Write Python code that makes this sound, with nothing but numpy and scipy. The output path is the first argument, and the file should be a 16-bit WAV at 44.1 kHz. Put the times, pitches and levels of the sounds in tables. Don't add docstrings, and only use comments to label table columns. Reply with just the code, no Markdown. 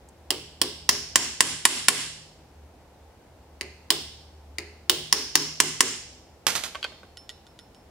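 import sys
import numpy as np
from scipy import signal
from scipy.fft import rfft, irfft, next_fast_len
from scipy.io import wavfile
from scipy.ndimage import uniform_filter1d

SR = 44100
rng = np.random.default_rng(int(sys.argv[2]) if len(sys.argv) > 2 else 0)


def dump_mix(stems):
    frames = np.atleast_2d(stems).T
    limited = np.clip(frames, -1, 1)
    pcm = np.round(limited * 32767).astype(np.int16)
    wavfile.write(sys.argv[1], SR, pcm)


N = 348651

# t/s, level/dB, ping f/Hz
BLOWS = [(0.305, -15, 3420), (0.6154, -11.5, 3860), (0.891, -5.5, 5500), (1.1571, -3, 7140),
         (1.4057, -2, 8100), (1.6526, 0.5, 8650), (1.8836, 0.5, 8630), (3.6104, -24, 2306),
         (3.9037, -9, 3790), (4.584, -23.5, 2160), (4.8959, -7.5, 3570), (5.126, -6, 5300),
         (5.3543, -5, 5560), (5.6016, -4, 7200), (5.806, -3.5, 7140)]
FIRM_DB = -7.5


def hammer(side_db=-3, side_hz=2600, set_hz=4200):
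    # f/Hz, width/Hz, level/dB
    steel = [(1059, 148, -1), (1648, 230, 0), (2040, 140, 1), (2966, 500, -1), (3620, 850, -6),
             (4486, 440, -0.5), (5330, 440, 2.5), (7190, 500, -4), (8390, 730, -5), (10400, 550, -5),
             (13100, 650, -26)]
    # f/Hz, width/Hz
    squeak = (15480, 190)
    # t/s, level/dB, f/Hz, width/Hz
    touch = (.087, -57, 7500, 3500)
    near, thrown = np.zeros((2, N)), np.zeros(N)
    patterns = rng.standard_normal(size=(2, 4096))
    for s, db, ping_hz in BLOWS:
        squeak_db = 1 + 0.8 * min(db - FIRM_DB, 0) - 25 * max(np.log2(ping_hz / set_hz), 0)
        modes = steel + [(*squeak, squeak_db)]
        bend = lambda hz: amp(0.42 * (db + 9) / (1 + (hz / 2300) ** 6))
        beamed = lambda hz: rivet(hz, db, ping_hz) * resonances(modes, hz) * bend(hz)
        grind = 0.021 * amp(0.42 * db)
        mid, side = (impact(beamed, rise=.0006, chatter_t60=grind, pattern=p) for p in patterns)
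        side = amp(side_db) * filtered(side, lambda hz: hz / np.hypot(hz, side_hz))
        add(near, s, amp(db - 5.5) * np.array([mid + side, mid - side]))
        broad = [(centre, 1.3 * width, level) for centre, width, level in modes]
        spread = lambda hz: rivet(hz, db, ping_hz) * resonances(broad, hz)
        add(thrown, s, amp(db) * impact(spread, rise=1 / SR, chatter_t60=4 / SR))
    s, db, centre, width = touch
    tick = impact(lambda hz: resonances([(centre, width, 0)], hz) ** 2, rise=.001, chatter_t60=0.015)
    add(near, s, amp(db) * tick)
    return near, thrown


def rivet(hz, db, ping_hz, light_db=-16.5):
    # offset from the ping/octaves, half width/octaves, gain/dB
    bands = [(-0.81, 0.53, -3.5), (-0.012, 0.38, 5), (.62, 0.13, -4.5)]
    octaves = np.log2((hz + 1) / ping_hz)
    ping = sum(gain * np.exp(-((octaves - centre) / width) ** 2) for centre, width, gain in bands)
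    dulling = 0.59 * min(db - light_db, 0) * np.maximum(octaves, 0)
    return amp(ping + dulling) * rebound(hz, db)


def rebound(hz, db):
    share = np.interp(db, [-25, -11, -2], [.55, .33, .08])
    delay = .00037 * amp(-0.16 * (db + 13))
    return np.abs(1 + share * np.exp(-2j * np.pi * hz * delay))


def bench():
    # f/Hz, level/dB, t60/s
    bench_modes = [(75.7, -13.5, 0.14), (111.9, -22, 1.3), (153.96, -16, 1.3), (264, -16.5, 0.055),
                   (310, -8.5, 0.071), (359.2, -5, 0.25), (415.4, -8, 0.3), (555, -13.5, 0.15)]
    # blow level/dB, thud level/dB
    thud_curve = [(-28, -13), (-15.5, 3), (2.5, 1)]
    body = lambda hz: resonances([(319, 140, 3.0), (722.6, 500, 2.5)], hz)
    shove = lambda hz: resonances([(258, 200, 0)], hz) ** 2
    out = np.zeros(N)
    for s, db, _ in BLOWS:
        force = amp(np.interp(db, *np.transpose(thud_curve)))
        extra_db = db - FIRM_DB
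        modes = [(hz, level + 0.36 * extra_db * np.log2(330 / hz), t60) for hz, level, t60 in bench_modes]
        add(out, s, force * amp(-33.5) * ring(modes, attack=0.00087))
        add(out, s, force * amp(-35.5) * impact(body, rise=0.00025, chatter_t60=0.17))
        add(out, s, amp(db - 27.5) * impact(shove, rise=.0005, chatter_t60=.012))
        sag = sagging_tone(start_hz=342.0, end_hz=185.7, length=.13)
        add(out, s + 0.025, force * amp(-54 + .9 * extra_db) * sag)
    return out


def sagging_tone(start_hz, end_hz, length):
    progress = np.minimum(np.arange(SR // 2) / SR / length, 1)
    hz = start_hz + (end_hz - start_hz) * progress
    return np.sin(np.pi * progress) * np.sin(2 * np.pi * (np.cumsum(hz) / SR + rng.random()))


def dropped_hammer(contacts_per_s=8000):
    # t/s, level/dB, rattle t60/s
    drops = [(6.4671, -19.5, 0.24), (6.5529, -22.5, 0.18), (6.6364, -28.5, 0.17)]
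    # f/Hz, level/dB
    tools = [(40, -36.5), (130, -5), (300, -10.5), (700, -3), (1400, 0.5), (2300, -1.5), (5000, 0),
             (8000, -3.5), (13000, -7.5), (16000, -29)]
    out, t = np.zeros(N), np.arange(SR // 2) / SR
    colour = lambda hz: amp(along(tools, hz))
    for s, db, t60 in drops:
        contacts = rng.standard_normal(len(t)) * (rng.random(len(t)) < contacts_per_s / SR)
        add(out, s, amp(db - 60 * t / t60) * unit(filtered(contacts, colour)))
    add(out, drops[0][0], amp(-19.5) * impact(colour, rise=.0003, chatter_t60=.01))
    return out


def vise(widen):
    # t/s, level/dB, tilt/(dB per octave)
    knocks = [(6.7482, -35, -5), (6.754, -31.5, -5), (6.8284, -29.5, 5), (6.842, -27, 10),
              (6.8467, -29.5, -6.5), (6.9203, -48, -11), (7.032, -47.5, -10.5)]
    # f/Hz, width/Hz, level/dB
    iron = [(607, 140, -14.5), (1150, 50, -0.5), (1530, 110, -3.5), (2124, 56, -1), (2550, 160, -5.5),
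            (3160, 150, 0), (3850, 98, -16), (4445, 74, -2.5), (7100, 1100, -47)]
    # t/s, tick level/dB, ring level/dB
    clinks = [(7.1713, -41.5, -44), (7.2926, -34.5, -49), (7.302, -44, -65), (7.467, -51.5, -59),
              (7.5901, -44.5, -53), (7.7467, -55, -59.5)]
    # f/Hz, width/Hz, level/dB
    eye = [(1450, 48, 1), (1925, 44, 1.5), (3020, 130, 4), (3540, 280, 1.5), (4160, 620, -1.5),
           (6900, 1200, -10), (11300, 890, -19)]
    # f/Hz, level/dB, t60/s
    handle = [(5340, -3, .3), (10380, -9, .2)]
    out = np.zeros(N)
    soft = lambda hz: 1 / np.sqrt(1 + (hz / 11000) ** 8)
    for s, db, tilt in knocks:
        modes = [(f, widen * width, level + tilt * np.log2(f / 2000)) for f, width, level in iron]
        knock = impact(lambda hz: resonances(modes, hz) * soft(hz), rise=.0002, chatter_t60=.01)
        add(out, s, amp(db) * knock)
    for s, tick_db, ring_db in clinks:
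        tick = impact(lambda hz: resonances(eye, hz) * soft(hz), rise=0.00032, chatter_t60=0.0058)
        add(out, s, amp(tick_db - 2.0) * tick)
        add(out, s, amp(ring_db) * ring(handle, attack=0.00043))
    return out


def near_walls(x):
    # delay/s, left level/dB, right level/dB
    walls = [(.0021, -19.5, -7), (.0064, -21, -5.5), (.0072, -19, -19), (0.0144, -16, -25.5),
             (0.02, -16.5, -23)]
    out = x * np.ones((2, 1))
    for delay, left_db, right_db in walls:
        add(out, delay, amp([[left_db], [right_db]]) * x)
    return out


def workshop(x, build_s=0.0071, renewals=40):
    # f/Hz, t60/s
    decay = [(100, 0.36), (300, 0.31), (800, 0.4), (2000, 0.66), (5000, 0.76), (9000, 0.58), (15000, 0.41)]
    # f/Hz, level/dB
    colour = [(100, 1.5), (400, 11), (1000, -2), (1800, -5.5), (2600, -2), (7000, -3.5), (11000, -5.5),
              (14000, -6), (15600, -6.5)]
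    out = np.zeros((2, N))
    for part in np.array_split(np.arange(N), renewals):
        hz, t, bands = signal.stft(diffuse(colour, size=SR), SR, nperseg=256)
        tail = signal.istft(bands * amp(-60 * t / along(decay, hz)[:, None]), SR, nperseg=256)[1]
        tail *= 1 - np.exp(-np.arange(tail.shape[1]) / SR / build_s)
        tail /= np.linalg.norm(tail[0])
        add(out, part[0] / SR, signal.fftconvolve(x[None, part], tail, axes=1))
    return out * amp([[-.8], [.8]])


def ventilation():
    # f/Hz, level/dB
    air = [(15, -83.5), (25, -25.5), (76, -5), (89, -13), (108, -16), (161, -17), (503, -18.5),
           (560, -19.5), (840, -19.5), (1160, -29), (3520, -36.5), (4610, -37.5), (5430, -38),
           (6050, -39.5), (16000, -48)]
    # t/s, level/dB
    hum = [(0.0, -55.5), (0.79, -50), (2.53, -62.5), (2.59, -50), (2.9, -58), (3.06, -46), (3.23, -68),
           (3.69, -45.5), (3.78, -56), (4.53, -45.5), (5.92, -68.5), (7.9, -75)]
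    narrow_noise = filtered(rng.standard_normal(N), lambda hz: resonances([(75.0, 3.7, 0)], hz) ** 2)
    drone = np.cos(np.angle(signal.hilbert(narrow_noise)))
    drone_db = np.interp(np.arange(N) / SR, *np.transpose(hum)) - 3
    return amp(-53.5) * unit(diffuse(air, size=N)) + amp(drone_db) * unit(drone)


def diffuse(spectrum, size):
    # f/Hz, correlation
    alike = [(130, 0.98), (300, 0.94), (640, 0.7), (1400, 0.66), (3000, 0)]
    turn = lambda hz: np.arccos(np.clip(along(alike, hz), -1, 1)) / 2
    colour = lambda hz: amp(along(spectrum, hz)) * [np.cos(turn(hz)), np.sin(turn(hz))]
    mid, side = filtered(rng.standard_normal((2, size)), colour)
    return np.array([mid + side, mid - side])


def impact(colour, rise, chatter_t60, pattern=None, size=4096):
    t, hz = np.arange(size) / SR, np.fft.rfftfreq(size, 1 / SR)
    chatter = rng.standard_normal(size)
    if pattern is not None:
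        chatter = pattern + chatter
    burst = rfft(chatter * (1 - np.exp(-t / rise)) * amp(-60 * t / chatter_t60))
    burst /= np.sqrt(uniform_filter1d(abs(burst) ** 2, size=90))
    cepstrum = irfft(np.log(np.maximum(colour(hz), 1e-4)))
    cepstrum[1:size // 2] *= 2
    cepstrum[size // 2 + 1:] = 0
    x = irfft(burst * np.exp(rfft(cepstrum)))[:size // 2]
    return x / np.linalg.norm(x) * np.sqrt(SR / 100)


def ring(modes, attack):
    t = np.arange(SR) / SR
    tones = np.zeros(SR)
    for hz, db, t60 in modes:
        envelope = amp(db + rng.uniform(-1.1, 2.3) - 60 * t / t60)
        tones += envelope * np.sin(2 * np.pi * (hz * t + rng.random()))
    return tones * (1 - np.exp(-t / attack))


def resonances(modes, hz):
    powers = (amp(db) ** 2 / (1 + ((hz * hz - f * f) / (hz * width + 1e-9)) ** 2)
              for f, width, db in modes)
    return np.sqrt(sum(powers))


def amp(db):
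    return 10 ** (np.asarray(db) / 20)


def unit(x):
    return x / np.sqrt(np.mean(x ** 2) + 1e-20)


def along(points, hz):
    f, values = np.transpose(points)
    return np.interp(np.log(hz + 1), np.log(f + 1), values)


def add(track, s, sound):
    i = round(s * SR)
    track[..., i:i + sound.shape[-1]] += sound[..., :N - i]


def filtered(x, response):
    n = x.shape[-1]
    padded = next_fast_len(n + 8192)
    return irfft(rfft(x, padded) * response(np.fft.rfftfreq(padded, 1 / SR)), padded)[..., :n]


def scene():
    clang, thrown = hammer()
    thud, drop = bench(), dropped_hammer()
    handling, handling_thrown = vise(widen=1), vise(widen=6)
    drop_right = np.array([amp(-4.5) * np.roll(drop, 2), amp(4.0) * drop])
    near = near_walls(clang) + thud + drop_right + near_walls(handling) * amp([[-2], [-.5]])
    into_room = amp(-14.0) * thrown + amp(-10.5) * thud + amp(-11) * drop + amp(-15) * handling_thrown
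    return near + workshop(into_room) + ventilation()


def limiter(x, threshold_db, release_db_per_s, attack_s):
    power = np.abs(uniform_filter1d(np.max(x ** 2, axis=0), size=88))
    over_db = np.maximum(10 * np.log10(power + 1e-12) - threshold_db, 0)
    recovery_db = release_db_per_s * np.arange(N) / SR
    held_db = np.maximum.accumulate(over_db + recovery_db) - recovery_db
    pole = np.exp(-1 / (attack_s * SR))
    return x * amp(-signal.lfilter([1 - pole], [1, -pole], held_db))


def record(dry, top_hz=15800):
    x = limiter(dry, threshold_db=-7.0, release_db_per_s=80, attack_s=0.0017)
    x = x / (1 + np.abs(x / .92) ** 6) ** (1 / 6)
    return filtered(x, lambda hz: 1 / np.sqrt(1 + (hz / top_hz) ** 160))


dry = scene()
out = record(dry)
dump_mix(out)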